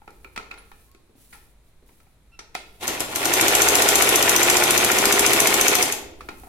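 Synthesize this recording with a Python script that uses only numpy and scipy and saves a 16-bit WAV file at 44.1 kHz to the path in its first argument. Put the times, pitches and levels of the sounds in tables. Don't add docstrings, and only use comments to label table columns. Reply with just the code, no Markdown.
import sys
import numpy as np
from scipy import signal
from scipy.fft import rfft, irfft, next_fast_len
from scipy.io import wavfile
from scipy.ndimage import uniform_filter1d

SR = 44100
rng = np.random.default_rng(int(sys.argv[2]) if len(sys.argv) > 2 else 0)


def put_to_file(sound):
    columns = np.atleast_2d(sound).T
    safe = np.clip(columns, -1, 1)
    whole_steps = np.round(safe * 32767)
    wavfile.write(sys.argv[1], SR, whole_steps.astype(np.int16))


N = 286037
TIME = np.arange(N) / SR
BINS = np.fft.rfftfreq(8192, 1 / SR)

# hz, width_hz, lift_db
FRAME_RESONANCES = [(334, 14, 2.6), (394, 8.8, 3.5), (671, 140, 4.5), (890, 91, 1.5), (1160, 72, 3.5),
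                    (1415, 220, 5.6), (1824, 180, 2.9), (2620, 130, 3.2)]
# hz, width_hz, lift_db
STEEL_RESONANCES = [(5720, 42, 3), (6190, 250, 5.7), (6540, 120, 1), (6780, 89, 1.2), (7200, 18, 1.7),
                    (7400, 170, 11), (8100, 59, 5), (8630, 160, 6.8), (9670, 90, 8), (11200, 43, 7.5),
                    (11400, 280, 3.9)]


def amp(db):
    return 10 ** (np.asarray(db) / 20)


def evened(x):
    return x / np.sqrt(np.mean(x ** 2) + 1e-20)


def curve(rows):
    return np.interp(TIME, *np.transpose(rows))


def read(points, hz=BINS):
    f, value = np.transpose(points)
    return np.interp(np.log(hz + 1), np.log(f + 1), value)


def peaks(modes):
    return sum(db / (1 + (2 * (BINS - hz) / width_hz) ** 2) for hz, width_hz, db in modes)


def band_shape(hz, octaves):
    return -10 * np.log10(1 + (np.log2((BINS + 1) / hz) / octaves) ** 4)


def high_shape(hz, power):
    return -10 * np.log10(1 + (hz / (BINS + 1)) ** power)


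def convolve(x, response):
    return signal.fftconvolve(np.atleast_2d(x), np.atleast_2d(response), axes=1)[:, :N]


def colour(x, db):
    cepstrum = irfft(np.log(amp(db)))
    half = len(cepstrum) // 2
    causal = 2 * cepstrum[:half] * (np.arange(half) > 0)
    taps = irfft(np.exp(rfft(causal, 2 * half)))[:half]
    return convolve(x, taps / np.linalg.norm(taps))


def grit(samples):
    return evened(uniform_filter1d(rng.standard_normal(N), size=samples))


def noise(size):
    # hz, likeness (0-1)
    likeness = [(60, 0.88), (130, 0.92), (300, 0.9), (640, 0.78), (1400, 0.46), (3100, 0.037),
                (6800, 0.016), (15000, 0.031)]
    padded = next_fast_len(size)
    a, b = rfft(rng.standard_normal((2, padded)))
    same = np.clip(read(likeness, np.fft.rfftfreq(padded, 1 / SR)), -1, 1)
    return irfft(np.array([a, same * a + np.sqrt(1 - same ** 2) * b]), padded)[:, :size]


def burst(ring_s, rise_s=0.0036, size=4096):
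    t = np.arange(size) / SR
    spectrum = rfft(noise(size) * np.exp(-t / ring_s))
    flat = irfft(spectrum / (abs(spectrum) + 1e-9), size)
    ring = flat * np.exp(-t / (4 * ring_s)) * (1 - np.exp(-t / rise_s))
    return ring / np.linalg.norm(ring, axis=1, keepdims=True)


def add(mix, s, sound):
    part = mix[:, max(round(s * SR), 0):][:, :sound.shape[1]]
    part += sound[:, :part.shape[1]]


def background(rumble_db=-2, air_db=-64):
    # time_s, level_db
    rumble_level = [(0, -51.5), (.7, -50.5), (1.05, -57.5), (1.4, -56), (3.2, -51.5), (5.9, -49),
                    (6.3, -46)]
    # hz, relative_db
    rumble_colour = [(15, -0.5), (26, -6.5), (36, -11), (50, 0.5), (75, -10), (120, -16.5), (250, -26.5),
                     (600, -68), (2000, -76)]
    # hz, relative_db
    air_colour = [(59, -56), (100, -7), (1170, -21), (1520, -23.5), (2370, -22), (2930, -27), (4020, -24),
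                  (4980, -31), (10700, -27.5), (16000, -38)]
    rumble = amp(rumble_db + curve(rumble_level)) * colour(noise(N), read(rumble_colour))
    return rumble + amp(air_db) * colour(noise(N), read(air_colour))


def room(x, delay_s=0.001, early=1.0, early_s=0.079, size=32768):
    # hz, t60_s
    decay = [(200, 1), (400, 1.5), (700, 0.86), (1400, 0.63), (3700, 0.69), (10000, 0.36), (16000, 0.5)]
    hz, t, z = signal.stft(noise(size), SR, nperseg=256)
    tail = signal.istft(z * amp(-60 * t / read(decay, hz)[:, None]), SR, nperseg=256)[1]
    t = np.arange(tail.shape[1]) / SR
    tail = tail * (1 - np.exp(-(t / delay_s) ** 2)) * (1 + early * np.exp(-t / early_s))
    return convolve(x, tail / np.linalg.norm(tail[0]))


def ports(x, lag_s=.0001):
    # hz, left_minus_right_db
    balance = [(60, -8), (110, -3), (200, -2.5), (380, 0.5), (700, -1.5), (1290, 2), (2380, -1.5),
               (4400, 6), (8120, 1), (15000, 4.5)]
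    padded = next_fast_len(N)
    hz = np.fft.rfftfreq(padded, 1 / SR)
    lean = amp(read(balance, hz) / 2)
    left = np.exp(-2j * np.pi * hz * lag_s) * lean
    return irfft(rfft(x, padded) * [left, 1 / lean], padded)[:, :N]


def touches(per_s=5, level_db=-41, spread_db=2, ring_s=0.0085, rise_s=0.0014):
    # hz, relative_db
    touch_colour = [(60, 7), (280, -10), (600, -6), (1300, -20), (2500, -23), (6000, -30), (16000, -40)]
    out = np.zeros((2, N))
    rate, _ = shaft()
    for s in TIME[(rng.random(N) < per_s / SR) & (rate == 0)]:
        add(out, s, amp(level_db + spread_db * rng.standard_normal()) * burst(ring_s, rise_s))
    return colour(out, read(touch_colour))


def bumps(level_db=23, octaves=0.54, rise_s=0.002):
    # start_s, level_db, centre_hz, ring_s
    thuds = [(.25, -49, 375, 0.0049), (.945, -52, 295, 0.0047), (1.092, -52.5, 290, 0.011),
             (1.152, -48.5, 210, 0.0065), (1.18, -48, 170, 0.0045), (1.824, -54.5, 345, .012),
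             (6.169, -57, 362, 0.0045), (6.187, -42, 130, 0.0041), (6.256, -46, 129, 0.0065)]
    out = np.zeros((2, N))
    for s, db, hz, ring_s in thuds:
        add(out, s, amp(db + level_db) * colour(burst(ring_s, rise_s), band_shape(hz, octaves)))
    return out


def squeaks(glide=0.055, rough=0.017, upper_db=(-22, -20)):
    # start_s, length_s, pitch_hz, level_db, overtones_db
    tones = [(0.853, 0.17, 1067, -70, -23), (2.315, 0.06, 1336, -55, 9)]
    out = np.zeros(N)
    slip = rough * grit(60)
    for s, length_s, hz, db, overtones_db in tones:
        swell = np.sin(np.pi * np.clip((TIME - s) / length_s, 0, 1))
        angle = 2 * np.pi * np.cumsum(hz * (1 + slip + glide * (swell - .5))) / SR
        upper = sum(amp(partial_db) * np.sin(k * angle) for k, partial_db in enumerate(upper_db, 3))
        overtones = np.sin(2 * angle) + upper
        out += amp(db) * swell * evened(np.sin(angle) + amp(overtones_db) * overtones)
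    return out


def cloth(level_db=1, grain_db=2.0, drag_db=1.0, roundness=.5):
    # start_s, length_s, level_db, peak_share
    slides = [(0, 0.69, -64, 0.25), (0.605, 0.32, -60.5, 0.66), (1.157, .25, -56, 0.23),
              (1.293, 0.25, -58.5, .25), (1.636, 0.086, -67, .5), (1.858, 0.22, -61.5, .15),
              (2.06, .1, -72, .5), (2.588, 0.36, -60.5, 0.52), (6.152, 0.83, -54.5, .4)]
    # hz, relative_db
    cloth_colour = [(200, 8), (1000, -12), (3000, -2), (5500, -2.5), (8000, 0.5), (10300, 5), (13000, 2),
                    (16000, -1)]
    push = np.zeros(N)
    for s, length_s, db, peak in slides:
        corners = [0, np.clip(peak, .02, .98), 1]
        push += amp(db) * np.interp((TIME - s) / length_s, corners, [0, 1, 0]) ** roundness
    drag = amp(grain_db * grit(50) + drag_db * grit(1400))
    return amp(level_db) * push * evened(colour(noise(N) * drag, read(cloth_colour)))


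def plate(size=4096):
    # hz, relative_db, t60_s
    plate_modes = [(1310, 1.5, 0.088), (1400, 0.5, 0.11), (2407, -3, 0.057), (2557, -1.5, .05),
                   (3780, -6, 0.049), (4310, -11, .04)]
    t = np.arange(size) / SR
    ring = np.zeros((2, size))
    for hz, db, t60_s in plate_modes:
        ring += amp(db - 60 * t / t60_s) * np.sin(2 * np.pi * (hz * t + rng.random((2, 1))))
    return ring / np.linalg.norm(ring[0])


def clicks(focus=1, plate_db=-8, level_db=23, sharpness=5, rise_s=0.0013,
           tick_db=-17, tick_s=0.00089, tick_hz=5000):
    # start_s, level_db, bass_db, treble_db, ring_s, resonance_hz, lift_db
    blows = [(0.018, -49, 14, -20, 0.0021, 830, 15), (.077, -38, 10, -12, 0.0031, 800, 11),
             (0.105, -55, 0, 22, .002, 12000, 15), (0.2455, -40.5, -2, -15, 0.0023, 2510, 11),
             (.361, -32.5, -5, 2, 0.0055, 1890, 2), (.376, -28, 7.5, 3, 0.0021, 1290, 1.5),
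             (.384, -39, 10, -1, 0.0067, 430, 17), (.397, -41, 13, -7, 0.0022, 1320, 6),
             (0.422, -56, 7, -5, .003, 2900, 3), (.446, -55, 5, -6, .003, 1320, 11),
             (.5105, -35, -1.5, -8, 0.0064, 2500, 13), (0.514, -41, -7, -8, 0.003, 4300, 12),
             (.527, -52, 3, -4, .004, 2600, 6), (.54, -43, -4, -4, 0.0034, 2450, 7),
             (.576, -45.5, -3, -3, 0.0034, 4200, 6), (.582, -44.5, -3, -1, 0.024, 10200, 32),
             (.716, -43, -3, -11, 0.0032, 810, 14.5), (0.915, -56, -10, 32, .001, 13500, 32),
             (0.948, -53.5, -6, 14, 0.0011, 2200, 4), (1.327, -41.5, 3, 3, 0.0078, 1880, 15),
             (1.329, -43.5, -7, 10, 0.016, 10200, 24), (1.346, -46.5, -2, -6, 0.0089, 850, 19),
             (1.889, -53.5, 18, 0, 0.0082, 1400, -10), (2.002, -57, -14, -4, 0.0049, 2200, -3),
             (2.066, -58, 7, -12, 0.0059, 760, 21), (2.39, -34, 7.5, 12, 0.0086, 5750, 15),
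             (2.545, -45, -21, -2, 0.0061, 2100, -5), (2.55, -29.5, -12, 29, 0.0015, 2100, 26),
             (2.551, -26.5, 6, 12, 0.0014, 730, 13.5), (2.554, -32.5, 6, 7, 0.00091, 623, 24),
             (6.207, -36.5, 7, 5, 0.0085, 1150, 13), (6.287, -29.5, 12, 0.5, 0.0058, 1320, 1),
             (6.434, -40.5, 14, -9, .005, 755, 17), (6.47, -43, 29, -4, 0.0079, 720, 18)]
    # hz, relative_db
    click_colour = [(60, -26), (200, -8), (350, -7), (550, -9.5), (900, -1), (1350, -10.5), (1750, -2.5),
                    (2450, -5), (3300, -8), (4400, -9.5), (7000, -15.5), (11000, -22.5), (16000, -56)]
    # hz, width_hz, lift_db
    foot_resonances = [(390, 110, 5), (910, 130, 2.5), (1310, 270, 7.5), (2250, 540, 6.5), (3580, 200, 1),
                       (4200, 180, 3.5)]
    out = np.zeros((2, N))
    bass, treble = 1 / (1 + (BINS / 900) ** 2), 1 / (1 + (4000 / (BINS + 1)) ** 2)
    tick_shape = high_shape(tick_hz, 2)
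    for s, db, bass_db, treble_db, ring_s, hz, lift_db in blows:
        resonances = peaks(foot_resonances + [(hz, hz / sharpness, lift_db)])
        shape = read(click_colour) + bass_db * bass + treble_db * treble + focus * resonances
        add(out, s, amp(db + level_db) * colour(burst(ring_s, rise_s), shape))
        add(out, s, amp(db + level_db + plate_db) * colour(plate(), shape))
        add(out, s, amp(db + level_db + tick_db - bass_db / 2) * colour(burst(tick_s), tick_shape))
    return out


def motor(buzz_hz=100, level_db=-53, press_s=2.79, release_s=5.85, partials_db=(0, -6, -5, -12)):
    pedal = np.clip((TIME - press_s) / 0.021, 0, 1) * np.clip((release_s - TIME) / 0.093, 0, 1)
    buzz = np.zeros(N)
    for k, db in enumerate(partials_db, 1):
        buzz += amp(db) * np.sin(2 * np.pi * (k * buzz_hz * TIME + rng.random()))
    return amp(level_db) * pedal * evened(buzz)


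def shaft(first_stitch_s=2.8784):
    # time_s, turns_per_s
    shaft_speed = [(2.79, 0.0), (2.83, 8.477), (2.9, 8.537), (3.0, 7.203), (3.08, 4.866), (3.17, 9.69),
                   (3.29, 12.076), (3.38, 13.754), (3.58, 14.793), (3.87, 14.895), (4.42, 14.605),
                   (4.66, 14.363), (5.42, 14.418), (5.7, 14.19), (5.82, 13.403), (5.93, 7.006), (6.1, 0.0)]
    rate = curve(shaft_speed)
    turns = np.cumsum(rate) / SR
    return rate, turns - np.interp(first_stitch_s, TIME, turns)


def hum(turns, waver_db=2.0, drone_waver_db=0.3):
    # shaft_multiple, relative_db
    hum_lines = [(4, -23.5), (8, -29), (15, -18.5), (19, -22), (21, -22), (23, -16.5), (26, -15.5),
                 (27, -29), (31, -14.5), (35, -14), (45, -20), (46, -18)]
    drone_multiples = (24, 25, 28)
    # time_s, first_db, second_db, third_db (relative)
    drone_levels = [(3.2, -13, -13, -1), (3.45, -14, -10.5, -8), (3.8, -25, -14, -8.5), (4.2, -14, -15, -8),
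                    (4.4, -4.5, -12, -24), (4.55, -13, -6, -11), (4.85, -29, -10, -25),
                    (5.05, -25, -34, -1.5), (5.35, -20, -10.5, -4.5), (5.75, -8, -17, -7.5)]
    knots_s = np.arange(0, TIME[-1] + 1, 1 / 8)

    def line(k, db, depth_db):
        waver = np.interp(TIME, knots_s, rng.standard_normal(len(knots_s)))
        return amp(db + depth_db * waver) * np.sin(2 * np.pi * (round(k) * turns + rng.random()))

    s, *levels = np.transpose(drone_levels)
    drone = sum(line(k, np.interp(TIME, s, db), drone_waver_db) for k, db in zip(drone_multiples, levels))
    return drone + sum(line(k, db, waver_db) for k, db in hum_lines)


def rubbing(turns, swing_db=2, peak_turn=0.63, grain_db=3, steel_share=0.36,
            rest_db=-5, rest_turn=0.823, rest_width_turns=0.062):
    # hz, relative_db
    rub_colour = [(20, -46), (45, -25.5), (120, -7.5), (220, -14.5), (350, 1.5), (500, -6), (700, -1),
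                  (850, 0.5), (1050, -5), (1500, -16), (2200, -4.5), (3400, -3.5), (4800, -11),
                  (11800, -10), (16000, -24.5)]
    from_rest = (turns - rest_turn + .5) % 1 - .5
    rest = np.exp(-(from_rest / rest_width_turns) ** 2)
    swing = np.cos(2 * np.pi * (turns - peak_turn))
    load = amp(rest_db * rest + swing_db * swing + grain_db * grit(60))
    shape = read(rub_colour) + peaks(FRAME_RESONANCES) + steel_share * peaks(STEEL_RESONANCES)
    return evened(colour(noise(N) * load, shape))


def jolts(level_db=27, rise_s=0.0038):
    # start_s, level_db, ring_s
    tugs = [(2.878, -23.5, 0.039), (3.002, -24, 0.026), (3.157, -29.5, 0.013), (3.247, -23, 0.037),
            (3.423, -17.5, 0.019)]
    # hz, relative_db
    jolt_colour = [(40, -28), (90, -7), (200, -10.5), (325, 3), (450, -7), (600, -6), (850, -7),
                   (1300, -10.5), (2400, -9), (4000, -12), (12000, -38)]
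    out = np.zeros((2, N))
    for s, db, ring_s in tugs:
        add(out, s, amp(db + level_db) * burst(ring_s, rise_s))
    return colour(out, read(jolt_colour) + peaks(FRAME_RESONANCES))


def linkage(turns, jitter_s=.00011, spread_db=1.28, rise_s=0.0015, settle_s=0.7024):
    # turn_share_after_snap, relative_db, centre_hz, width_octaves, ring_s, looseness (0-1)
    parts = [(.02, 0.5, 2160, 1.14, 0.0094, 1), (.075, -2, 440, 0.94, 0.0013, 0.24),
             (0.152, 1.5, 222, 0.51, 0.0056, 0.23), (.24, -5, 940, 0.81, 0.0022, 0.34),
             (.335, -2.5, 1310, 0.5, 0.0035, 0.6), (.49, 0, 377, 0.53, 0.0018, 0.37),
             (.46, 0.5, 2000, 1.1, 0.0035, 1), (.585, 1.5, 1500, 0.74, 0.007, 0.9),
             (.6, -4, 490, 0.95, 0.0021, 0), (0.698, -2, 710, 0.81, 0.0018, 0.57),
             (.722, 0.5, 1750, .7, .0022, .7), (.75, -2, 940, 0.82, .0011, 0.27),
             (.765, -0.5, 1850, 0.86, 0.0039, 0.87), (.8, 5, 1700, 0.72, 0.0014, 0.9),
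             (.88, 0.5, 490, 1.02, 0.0011, 0.3), (.96, -3, 404, 0.87, 0.0024, 0.2)]
    # hz, relative_db
    frame_colour = [(20, -60), (50, -32), (100, -14), (200, -14.5), (290, -5), (350, -5), (410, -3.5),
                    (460, -5.5), (510, -2), (580, -8), (900, -5), (1500, -7), (2400, 0), (3300, -9),
                    (5000, -4), (11000, -5), (16000, -31)]
    out = np.zeros((2, N))
    for share, db, hz, octaves, ring_s, loose in parts:
        blows = np.zeros((2, N))
        rings = [burst(ring_s, rise_s) for _ in range(8)]
        for at in np.flatnonzero(np.diff(np.floor(turns - share))):
            late, strength = rng.standard_normal(2)
            step, blend = divmod(at / SR / settle_s, 1)
            old, new = rings[int(step) % len(rings)], rings[(int(step) + 1) % len(rings)]
            ring = np.cos(blend * np.pi / 2) * old + np.sin(blend * np.pi / 2) * new
            ring = ring + loose * burst(ring_s, rise_s)
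            add(blows, at / SR + jitter_s * late, amp(db + spread_db * strength) * ring)
        out += colour(blows, band_shape(hz, octaves))
    return evened(colour(out, read(frame_colour) + peaks(FRAME_RESONANCES)))


def snaps(turns, speed, fall_db=20.5, spread_db=0.7, ring_s=.0026, rise_s=0.00096, loose=0.91,
          chatter_db=-4, chatter_s=0.022, scrape_db=-7, scrape_lead_s=.0088, lead_s=.0003, patch_db=2.5,
          tick_db=-5, tick_s=0.001, tick_late_s=.0014, tick_hz=9000):
    # time_s, relative_db
    force = [(2.9, -12.5), (3.25, -12), (3.9, -12), (4.45, -11.5), (4.9, -12.5), (5.5, -12), (5.83, -11.5)]
    # hz, relative_db
    steel_colour = [(200, -10.5), (1000, -9), (2600, -2), (4900, -4), (6000, 2.5), (9300, -2), (11500, 0),
                    (13500, -3), (16000, -20)]
    out, own_ring, force_db = np.zeros((2, N)), burst(ring_s, rise_s), curve(force)
    patch_hz = np.arange(0, SR / 2, 450)
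    tick_shape = high_shape(tick_hz, 4)
    for at in np.flatnonzero(np.diff(np.floor(turns))):
        s = at / SR
        db = force_db[at] + fall_db * np.log10(speed[at]) + spread_db * rng.standard_normal()
        patches = np.interp(BINS, patch_hz, rng.standard_normal(len(patch_hz)))
        ring = own_ring + loose * burst(ring_s, rise_s) + amp(chatter_db) * burst(chatter_s)
        add(out, s - scrape_lead_s, amp(db + scrape_db) * burst(scrape_lead_s, rise_s))
        add(out, s - lead_s, amp(db) * colour(ring, patch_db * patches))
        add(out, s + tick_late_s, amp(db + tick_db) * colour(burst(tick_s, tick_s), tick_shape))
    return colour(out, read(steel_colour) + peaks(STEEL_RESONANCES))


def machine(full_rate=14.4, effort_db=-23, effort_fall_db=33.5, knock_db=-4, snap_db=20, rub_db=-0.5,
            slow_rub_db=-5.0, hum_db=-1.0, knock_growth=0.67):
    rate, turns = shaft()
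    speed = rate / full_rate
    effort = amp(effort_db + effort_fall_db * np.log10(speed + 1e-9))
    knocks = amp(knock_db) * speed ** knock_growth * linkage(turns)
    rub = amp(rub_db + slow_rub_db * (1 - speed)) * rubbing(turns)
    clatter = effort * (knocks + rub) + amp(snap_db) * snaps(turns, speed) + jolts()
    return clatter, effort * speed ** 3 * amp(hum_db) * hum(turns)


def scene(machine_wet_db=-3.5, click_wet_db=-5, room_focus=0.49, boom_hz=450, boom_width_hz=200, boom_db=5):
    clatter, drone = machine()
    soft = bumps() + touches() + squeaks()
    spread = colour(clicks(room_focus) + soft, peaks([(boom_hz, boom_width_hz, boom_db)]))
    sewing = ports(clatter + amp(machine_wet_db) * room(clatter) + drone + motor())
    hands = clicks() + soft + amp(click_wet_db) * room(spread) + cloth()
    return sewing + hands + background()


def record(dry, edge_hz=16100):
    low_pass = signal.firwin(511, edge_hz, window=("kaiser", 9), fs=SR)
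    return signal.oaconvolve(np.clip(dry, -1, 1), low_pass[None], "same")


dry = scene()
out = record(dry)
put_to_file(out)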